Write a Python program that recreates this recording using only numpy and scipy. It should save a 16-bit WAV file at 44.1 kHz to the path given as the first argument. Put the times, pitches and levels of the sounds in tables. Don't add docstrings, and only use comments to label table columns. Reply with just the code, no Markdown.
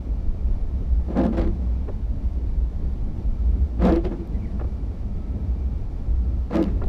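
import sys
import numpy as np
from scipy import signal
from scipy.io import wavfile
from scipy.ndimage import uniform_filter1d

SR = 44100
rng = np.random.default_rng(int(sys.argv[2]) if len(sys.argv) > 2 else 0)


def to_wav(sig):
    pcm = np.clip(np.atleast_2d(sig), -1, 1) * 32767
    pcm = np.round(pcm).astype(np.int16)
    wavfile.write(sys.argv[1], SR, pcm.T)


def ratio(d):
    e = np.asarray(d, float) / 20
    return 10 ** e


N = 303408
RUN_IN = 8192
CONTROL_STEP = 32


def rms_one(x):
    return x / np.sqrt(np.mean(x ** 2) + 1e-20)


def band(x, low_hz, high_hz, order=2):
    return signal.sosfilt(signal.butter(order, [low_hz, high_hz], "band", fs=SR, output="sos"), x)


def drift(rate):
    r = np.exp(-80 * np.pi * rate / SR)
    coarse = rng.standard_normal(N // 40 + 2002)
    slow = signal.lfilter([1], [1, -2 * r, r * r], coarse)[2000:]
    return np.interp(np.arange(N) / 40, np.arange(len(slow)), rms_one(slow))


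def resonances(x, modes):
    out = 0
    for k, (hz, width_hz, level_db) in enumerate(modes):
        r = np.exp(-np.pi * width_hz / SR)
        b = (1 - r * r) / 2 * np.array([1, 0, -1])
        a = [1, -2 * r * np.cos(2 * np.pi * hz / SR), r * r]
        out = out + (-1) ** k * ratio(level_db) * signal.lfilter(b, a, x)
    return out


def evened(x, share, window_s):
    power = uniform_filter1d(x * x, size=int(window_s * SR))
    level = np.sqrt(np.maximum(power, 0) + 1e-12)
    return rms_one(x / level ** share)


def coloured(sources, spectrum, patchy_db):
    hz, db = np.transpose(spectrum)
    bands = int(3 * np.log2(hz[-1] / hz[0]))
    edges = np.geomspace(hz[0], hz[-1], bands + 1)
    together = drift(7.3)
    out = 0
    for k, (low, high) in enumerate(zip(edges, edges[1:])):
        level_db = np.interp(np.log(low * high) / 2, np.log(hz), db)
        level_db = level_db + patchy_db * (1.1 * together + drift(8))
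        out = out + ratio(level_db) * band(sources[k % 2], low, high)[-N:]
    return rms_one(out)


def in_time(table):
    rows, t = np.array(table), np.arange(N) / SR
    gate = (t >= rows[0, 0]) * (t < rows[-1, 0]) * 1.0
    columns = [gate] + [np.interp(t, rows[:, 0], c) for c in rows.T[1:]]
    return uniform_filter1d(np.array(columns), size=221)


def control_times():
    return np.arange(0, N + CONTROL_STEP, CONTROL_STEP) / SR


def slopes(start_s, length_s, level_db, rise_db_per_s, fall_db_per_s):
    t = control_times()
    early = np.maximum(start_s[:, None] - t, 0)
    late = np.maximum(t - (start_s + length_s)[:, None], 0)
    return level_db[:, None] - rise_db_per_s * early - fall_db_per_s * late


def per_sample(x):
    return np.interp(np.arange(N) / CONTROL_STEP, np.arange(len(x)), x)


def swells(start_s, length_s, level_db, rise_db_per_s, fall_db_per_s):
    gains = ratio(slopes(start_s, length_s, level_db, rise_db_per_s, fall_db_per_s))
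    return per_sample(np.sqrt(np.sum(gains ** 2, axis=0)))


def tune(rows, rise_db_per_s, fall_db_per_s):
    start_s, length_s, level_db, hz, end_hz = np.transpose(rows)
    levels = slopes(start_s, length_s, level_db, rise_db_per_s, fall_db_per_s)
    top = levels.argmax(axis=0)
    along = np.clip((control_times() - start_s[top]) / length_s[top], 0, 1)
    return per_sample(hz[top] + along * (end_hz - hz)[top]), per_sample(levels.max(axis=0))


def note(hz, level_db, gate, wobble, flutter_db, pace):
    phase = 2 * np.pi * np.cumsum(hz * (1 + wobble * drift(pace))) / SR
    level = ratio(level_db + flutter_db * drift(pace))
    return gate * level * np.sqrt(2) * np.sin(phase), phase


def puffs(times, peak_db, low_hz, high_hz, rise_s, decay_s):
    shape = np.full(N, 1e-18)
    np.add.at(shape, np.minimum((np.asarray(times) * SR).astype(int), N - 1), ratio(peak_db))
    shape = signal.lfilter([1], [1, -np.exp(-1 / (decay_s * SR))], shape)
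    r = np.exp(-1 / (rise_s * SR))
    shape = signal.lfilter([1 - r], [1, -r], shape)
    noise = evened(band(rng.standard_normal(N), low_hz, high_hz), share=0.58, window_s=3 / low_hz)
    return band(shape * noise, low_hz, high_hz)


# start_s, length_s, screen_db, arm_db, scrape_db
STROKES = [(1.084, .015, -32, -9, -27.5), (1.108, 0.022, -27, -12, -24), (1.156, .012, -29.5, -3, -19.5),
           (1.168, 0.043, -19, -6.5, -21.5), (1.234, 0.028, -20.5, -7, -22), (1.33, 0.022, -26, -10, -22.5),
           (1.375, 0.025, -24, -4.5, -17.5), (1.41, .015, -24, -14.5, -19.5),
           (1.433, 0.012, -26, -12.5, -19), (1.473, 0.014, -25.5, -18, -32),
           (3.798, .015, -29, -6.5, -20.5), (3.821, 0.03, -18.5, -9.5, -21),
           (3.856, 0.046, -16.5, -5.5, -19.5), (3.92, .015, -22, -12, -16.5), (3.953, 0.014, -28, -6, -16),
           (4.046, 0.022, -27, -9, -16.5), (4.116, 0.012, -28, -8.5, -22), (4.199, 0.011, -31, -21, -26),
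           (6.51, 0.014, -27.5, -4.5, -22), (6.529, .015, -26.5, -9, -16.5),
           (6.546, 0.037, -19, -7.5, -21.5), (6.591, 0.037, -21, -11, -24.5),
           (6.654, .015, -29, -17, -17.5), (6.679, .022, -31, -16, -19.5)]
# pitch_hz, width_hz, level_db
SCREEN = [(195, 27.3, 1.5), (247.3, 46, -1.5), (330, 20.5, -2), (417, 36, -9.5)]
# pitch_hz, width_hz, level_db
ARM = [(497.7, 51, 2), (589, 47, 0.5), (672, 55, -2.5), (842, 135, -9.5), (1004, 37, -10),
       (1208, 72, -18.5), (1367, 84, -18), (1718, 92, -18.5)]
# pitch_hz, level_db (per Hz)
SCRAPE = [(650, -22.5), (1100, 2), (1240, -4), (1640, -4), (3640, -17.5), (4750, -21), (5430, -28.5),
          (7090, -33), (15600, -56.5)]
SLIPS_PER_S = 170
GRIP_DB_PER_S = 1600.5
SCREEN_FALL_DB_PER_S, ARM_FALL_DB_PER_S, SCRAPE_FALL_DB_PER_S = 257.5, 354, 403


def blade():
    start_s, length_s, screen_db, arm_db, scrape_db = np.transpose(STROKES)
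    slip_count = np.cumsum(SLIPS_PER_S * (1 + .06 * drift(40))) / SR
    slipped = np.diff(np.floor(slip_count), prepend=0)
    slips = slipped * ratio(4.25 * rng.standard_normal(N)) * np.sqrt(SR / SLIPS_PER_S)
    rub = rng.standard_normal((2, N))
    screen = band(resonances(slips + 0.87 * rub[0], SCREEN), 120, 580)
    screen = evened(screen, share=0.36, window_s=0.02)
    arm = band(resonances(slips + 1.8 * rub[1], ARM), 420, 2000)
    arm = evened(arm, share=0.65, window_s=0.0074)
    burst = np.abs(slipped) * ratio(3.0 * rng.standard_normal(N))
    burst = signal.lfilter([1], [1, -np.exp(-1 / (.002 * SR))], burst)
    scrape = coloured(rub * (0.43 + burst), SCRAPE, patchy_db=1.5)
    return (swells(start_s, length_s, screen_db - 2.0, GRIP_DB_PER_S, SCREEN_FALL_DB_PER_S) * screen
            + swells(start_s, length_s, screen_db + arm_db, GRIP_DB_PER_S, ARM_FALL_DB_PER_S) * arm
            + swells(start_s, length_s, screen_db + scrape_db, GRIP_DB_PER_S, SCRAPE_FALL_DB_PER_S) * scrape)


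# start_s, length_s, level_db, pitch_hz, end_hz
JUDDER = [
    (1.095, 0.041, -35, 317.6, 326),
    (1.174, .03, -19.5, 278.2, 275),
    (1.244, .065, -23.5, 220.4, 225),
    (1.38, .035, -29.5, 330, 324),
    (1.448, .025, -32, 324, 326),
    (3.836, .085, -26.5, 190.5, 191),
    (3.925, 0.057, -21, 327, 330),
    (6.544, .05, -24.5, 328, 318),
    (6.602, .075, -28, 199, 200),
]
# start_s, length_s, level_db, pitch_hz, end_hz
UPPER_NOTE = [
    (1.215, .025, -28.5, 317, 330),
    (3.858, 0.0092, -21, 505, 500.7),
    (3.925, .03, -25, 481.3, 504),
    (4.057, 0.0094, -27.5, 366.7, 363.6),
    (4.125, .01, -32.5, 340, 336),
    (4.203, 0.011, -31.5, 348, 340.5),
    (6.615, 0.016, -20.5, 318.2, 295),
]
NOTE_RISE_DB_PER_S, NOTE_FALL_DB_PER_S = 800, 450


def judder():
    hz, level_db = tune(JUDDER, NOTE_RISE_DB_PER_S, NOTE_FALL_DB_PER_S)
    lower, phase = note(hz, level_db, 0.93, wobble=0.0201, flutter_db=4.5, pace=32.0)
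    hz, level_db = tune(UPPER_NOTE, NOTE_RISE_DB_PER_S, NOTE_FALL_DB_PER_S)
    upper, _ = note(hz, level_db, 0.8, wobble=0.017, flutter_db=1.5, pace=29.6)
    return lower * (1 + 0.25 * np.cos(phase)) + upper


SMALL_TICK_GAP_S, SMALL_TICK_REL_DB, SMALL_TICK_MID_DB = .018, -9, 7.5


def small_ticks():
    rows, chance = [], rng.random((len(STROKES), 6, 2))
    for (start_s, length_s, screen_db, _, scrape_db), draws in zip(STROKES, chance):
        gaps = SMALL_TICK_GAP_S * (.5 + draws[:, 0])
        times = start_s + np.cumsum(gaps) - SMALL_TICK_GAP_S / 2
        peak_db = screen_db + scrape_db + SMALL_TICK_REL_DB - 8.4 * draws[:, 1]
        for t, db in zip(times, peak_db):
            if t < start_s + length_s:
                rows.append((t, db, db + SMALL_TICK_MID_DB))
    return rows


# start_s, peak_db, mid_db
TICKS = [(0.936, -54, -57), (1.1726, -48, -38), (1.189, -51.5, -42), (1.2133, -45.5, -38),
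         (1.2373, -49, -45), (1.2457, -48, -47), (1.253, -44, -48), (1.265, -43, -37), (1.379, -48, -40),
         (1.3877, -48.5, -38), (1.3952, -50.5, -35), (1.4153, -48, -34), (1.4756, -53, -41),
         (3.82, -53.5, -46), (3.8516, -39.5, -26.5), (3.8715, -40, -33), (3.8885, -41, -39),
         (3.8954, -41.5, -37), (3.9231, -43, -31), (3.9597, -40, -33), (4.0463, -51.5, -40.5),
         (4.051, -58.5, -35), (4.255, -56.5, -63), (4.274, -47.5, -61.5), (6.5555, -38.5, -29.5),
         (6.5681, -36.5, -27), (6.6264, -38, -29.5), (6.6398, -41, -32), (6.84, -59.5, -43),
         (6.5077, -55.5, -49)]


def ticks():
    start_s, peak_db, mid_db = np.transpose(list(TICKS) + small_ticks())
    crack = puffs(start_s, peak_db + 4.5, 2600, 16000, rise_s=0.00016, decay_s=0.00069)
    r = np.exp(-2 * np.pi * 4300 / SR)
    crack = signal.lfilter([1 - r], [1, -r], crack)
    rasp = puffs(start_s, mid_db - 0.5, 1200, 5030, rise_s=0.00054, decay_s=0.0016)
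    ring = puffs(start_s, mid_db + 2.5, 360, 1100, rise_s=0.0005, decay_s=0.0014)
    return crack + rasp + ring


# start_s, peak_db, low_db, high_db
KNOCKS = [
    (1.876, -34, -34, -59),
    (1.885, -33, -29, -52),
    (4.593, -28, -42, -56),
    (4.608, -31, -28.5, -47),
    (4.639, -36.5, -38, -54),
    (6.814, -26.5, -31, -54),
    (6.833, -34, -34, -45),
    (6.863, -49, -30, -52),
]
# pitch_hz, width_hz, level_db
KNOCK_BODY = [(507, 42, -6), (740, 134, -3.5), (1160, 170, -5), (1400, 55, -7.5), (1730, 120, -14),
              (2630, 210, -21.5)]


def knocks():
    start_s, peak_db, low_db, high_db = np.transpose(KNOCKS)
    contact = puffs(start_s, peak_db + 8.0, 350, 2800, rise_s=0.0022, decay_s=0.0062)
    low = puffs(start_s, low_db + 6.0, 200, 600, rise_s=0.0043, decay_s=0.0083)
    high = puffs(start_s, high_db - 1, 1400, 3500, rise_s=.002, decay_s=0.0037)
    return resonances(contact, KNOCK_BODY) + low + high


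# start_s, length_s, level_db, pitch_hz, end_hz
SQUEAKS = [
    (1.725, 0.05, -70, 2300, 2480),
    (4.349, .022, -58, 1965, 2050),
    (4.406, .016, -62, 2520, 2356),
    (4.427, .03, -60, 2275, 2150),
    (4.474, .016, -62, 1930, 1880),
    (4.504, .012, -64, 1905, 1960),
]
SQUEAK_EDGE_DB_PER_S = 905


def squeaks():
    hz, level_db = tune(SQUEAKS, SQUEAK_EDGE_DB_PER_S, SQUEAK_EDGE_DB_PER_S)
    tone, phase = note(hz, level_db, 1, wobble=.04, flutter_db=3.5, pace=150)
    return tone * (1 + .2 * np.cos(phase))


# pitch_hz, width_hz, level_db
BOOM = [(56.65, 14.1, -2), (67.9, 17.6, -5)]
# start_s, length_s, level_db
BUMPS = [(0.0, .02, -25), (0.125, 0.041, -22.5), (0.445, 0.059, -20.5), (0.768, 0.012, -18.5),
         (0.916, .08, -19.5), (1.052, 0.18, -26.5), (1.314, 0.15, -23.5), (1.583, .24, -23),
         (2.043, 0.07, -24.5), (2.247, 0.16, -23), (2.575, 0.061, -22), (2.776, 0.16, -24),
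         (3.052, 0.21, -33), (3.388, 0.092, -22), (3.487, 0.17, -18), (3.81, 0.11, -20), (4.048, .03, -31),
         (4.336, 0.049, -20.5), (4.542, .35, -25.5), (5.125, 0.052, -32), (5.3, 0.082, -25),
         (5.443, 0.26, -23), (6.0, .03, -27), (6.123, 0.018, -19.5), (6.215, 0.09, -20),
         (6.381, 0.012, -18.5), (6.573, 0.12, -30), (6.726, 0.083, -26)]
BUMP_RISE_DB_PER_S, BUMP_FALL_DB_PER_S, SMOOTH_BOOM_DB = 198.5, 168, -36
# start_s, length_s, level_db
HEAVES = [(.1, .1, -31), (0.296, 0.056, -20), (0.486, 0.21, -22.5), (0.857, 0.17, -24.5),
          (1.422, 0.078, -23), (1.81, 0.14, -28), (2.055, .25, -27.5), (2.484, 0.11, -23.5),
          (2.695, 0.33, -27.5), (3.04, 0.28, -23.5), (3.88, 0.33, -27), (4.503, 0.21, -29),
          (5.023, 0.19, -27), (5.76, 0.32, -27.5), (6.146, 0.028, -22), (6.383, 0.015, -27),
          (6.696, 0.066, -29), (6.853, 0.044, -17)]
HEAVE_RISE_DB_PER_S, HEAVE_FALL_DB_PER_S, SMOOTH_SHAKE_DB = 140.5, 140.5, -39
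# pitch_hz, level_db (per Hz)
ROAR = [(41, -27.5), (70, -12), (83, -13), (97, -11), (116, -23.5), (140, -18), (208, -18), (303, -27.5),
        (333, -27), (581, -39.5), (900, -59.5), (1170, -68.5), (1980, -120)]
# pitch_hz, level_db (per Hz)
HISS = [(350, -28), (600, 5.5), (625, -3), (678, -6), (821, -6), (891, -8), (1340, -18.5), (1520, -19.5),
        (2310, -20.5), (2540, -24), (4960, -27), (7360, -37), (15600, -45)]
# start_s, level_db
SURFACE = [(0.0, -0.5), (1.0, 0.5), (2.5, -0.5), (3.6, 1.46), (4.9, 1), (5.6, 0.7), (6.3, 0.2), (6.88, 0.5)]
ROAR_DB, HISS_DB, HISS_FOLLOWS = -33.5, -52.5, 0.16
# start_s, length_s, lift_db
DRIVE = [
    (1.36, .1, 2.5),
    (4.065, 0.069, 3),
    (6.695, 0.075, 3.5),
]
DRIVE_RISE_S, DRIVE_FALL_S, DRIVE_HISS_SHARE = 0.089, 1, 0.32


def road():
    white = rng.standard_normal((6, N + RUN_IN))
    _, surface_db = in_time(SURFACE)
    drive_db = slopes(*np.transpose(DRIVE), 4 / DRIVE_RISE_S, 4 / DRIVE_FALL_S).max(axis=0)
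    drive_db = per_sample(np.maximum(drive_db, 0))
    bumps = swells(*np.transpose(BUMPS), BUMP_RISE_DB_PER_S, BUMP_FALL_DB_PER_S)
    bumps = np.hypot(ratio(SMOOTH_BOOM_DB), bumps)
    heaves = swells(*np.transpose(HEAVES), HEAVE_RISE_DB_PER_S, HEAVE_FALL_DB_PER_S)
    heaves = np.hypot(ratio(SMOOTH_SHAKE_DB), heaves)
    boom = band(resonances(white[0], BOOM), 40.7, 80, order=3)[-N:]
    boom = evened(boom, share=0.6, window_s=0.081)
    shake = evened(band(white[1], 16.9, 47)[-N:], share=0.62, window_s=0.36)
    roar = coloured(white[2:4], ROAR, patchy_db=1.21)
    hiss = coloured(white[4:], HISS, patchy_db=0.34)
    roar_gain = ratio(ROAR_DB + surface_db + drive_db)
    hiss_gain = ratio(HISS_DB + HISS_FOLLOWS * surface_db + DRIVE_HISS_SHARE * drive_db)
    return bumps * boom + heaves * shake + roar_gain * roar + hiss_gain * hiss


# start_s, pitch_hz, level_db
WHISTLE = [
    (5.0, 1196, -66),
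    (5.15, 1270, -65),
    (5.3, 1310, -61),
    (5.45, 1280, -64),
    (5.6, 1210, -64),
]


def whistle():
    gate, hz, level_db = in_time(WHISTLE)
    return note(hz, level_db - 4.0, gate, wobble=0.0056, flutter_db=2.0, pace=34)[0]


# pitch_hz, width_hz, level_db
VENTS = [(1306, 120, -69), (2350, 190, -76)]


def vents():
    out = 0
    for hz, width_hz, level_db in VENTS:
        mode = [(hz, width_hz, 0)]
        gain = ratio(level_db + 2.8 * drift(0.64))
        tone = resonances(resonances(rng.standard_normal(N), mode), mode)
        out = out + gain * rms_one(tone)
    return out


def scene():
    wipers = blade() + judder() + ticks() + knocks() + squeaks()
    return (wipers + road() + whistle() + vents())[None]


def low_pass(x):
    return signal.sosfilt(signal.butter(12, 15720, fs=SR, output="sos"), x)


def record(dry):
    fade_in = np.minimum(np.arange(N) / 220, 1)
    mix = 0.75 * np.tanh(dry / 0.84) * fade_in
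    return low_pass(mix)


dry = scene()
out = record(dry)
to_wav(out)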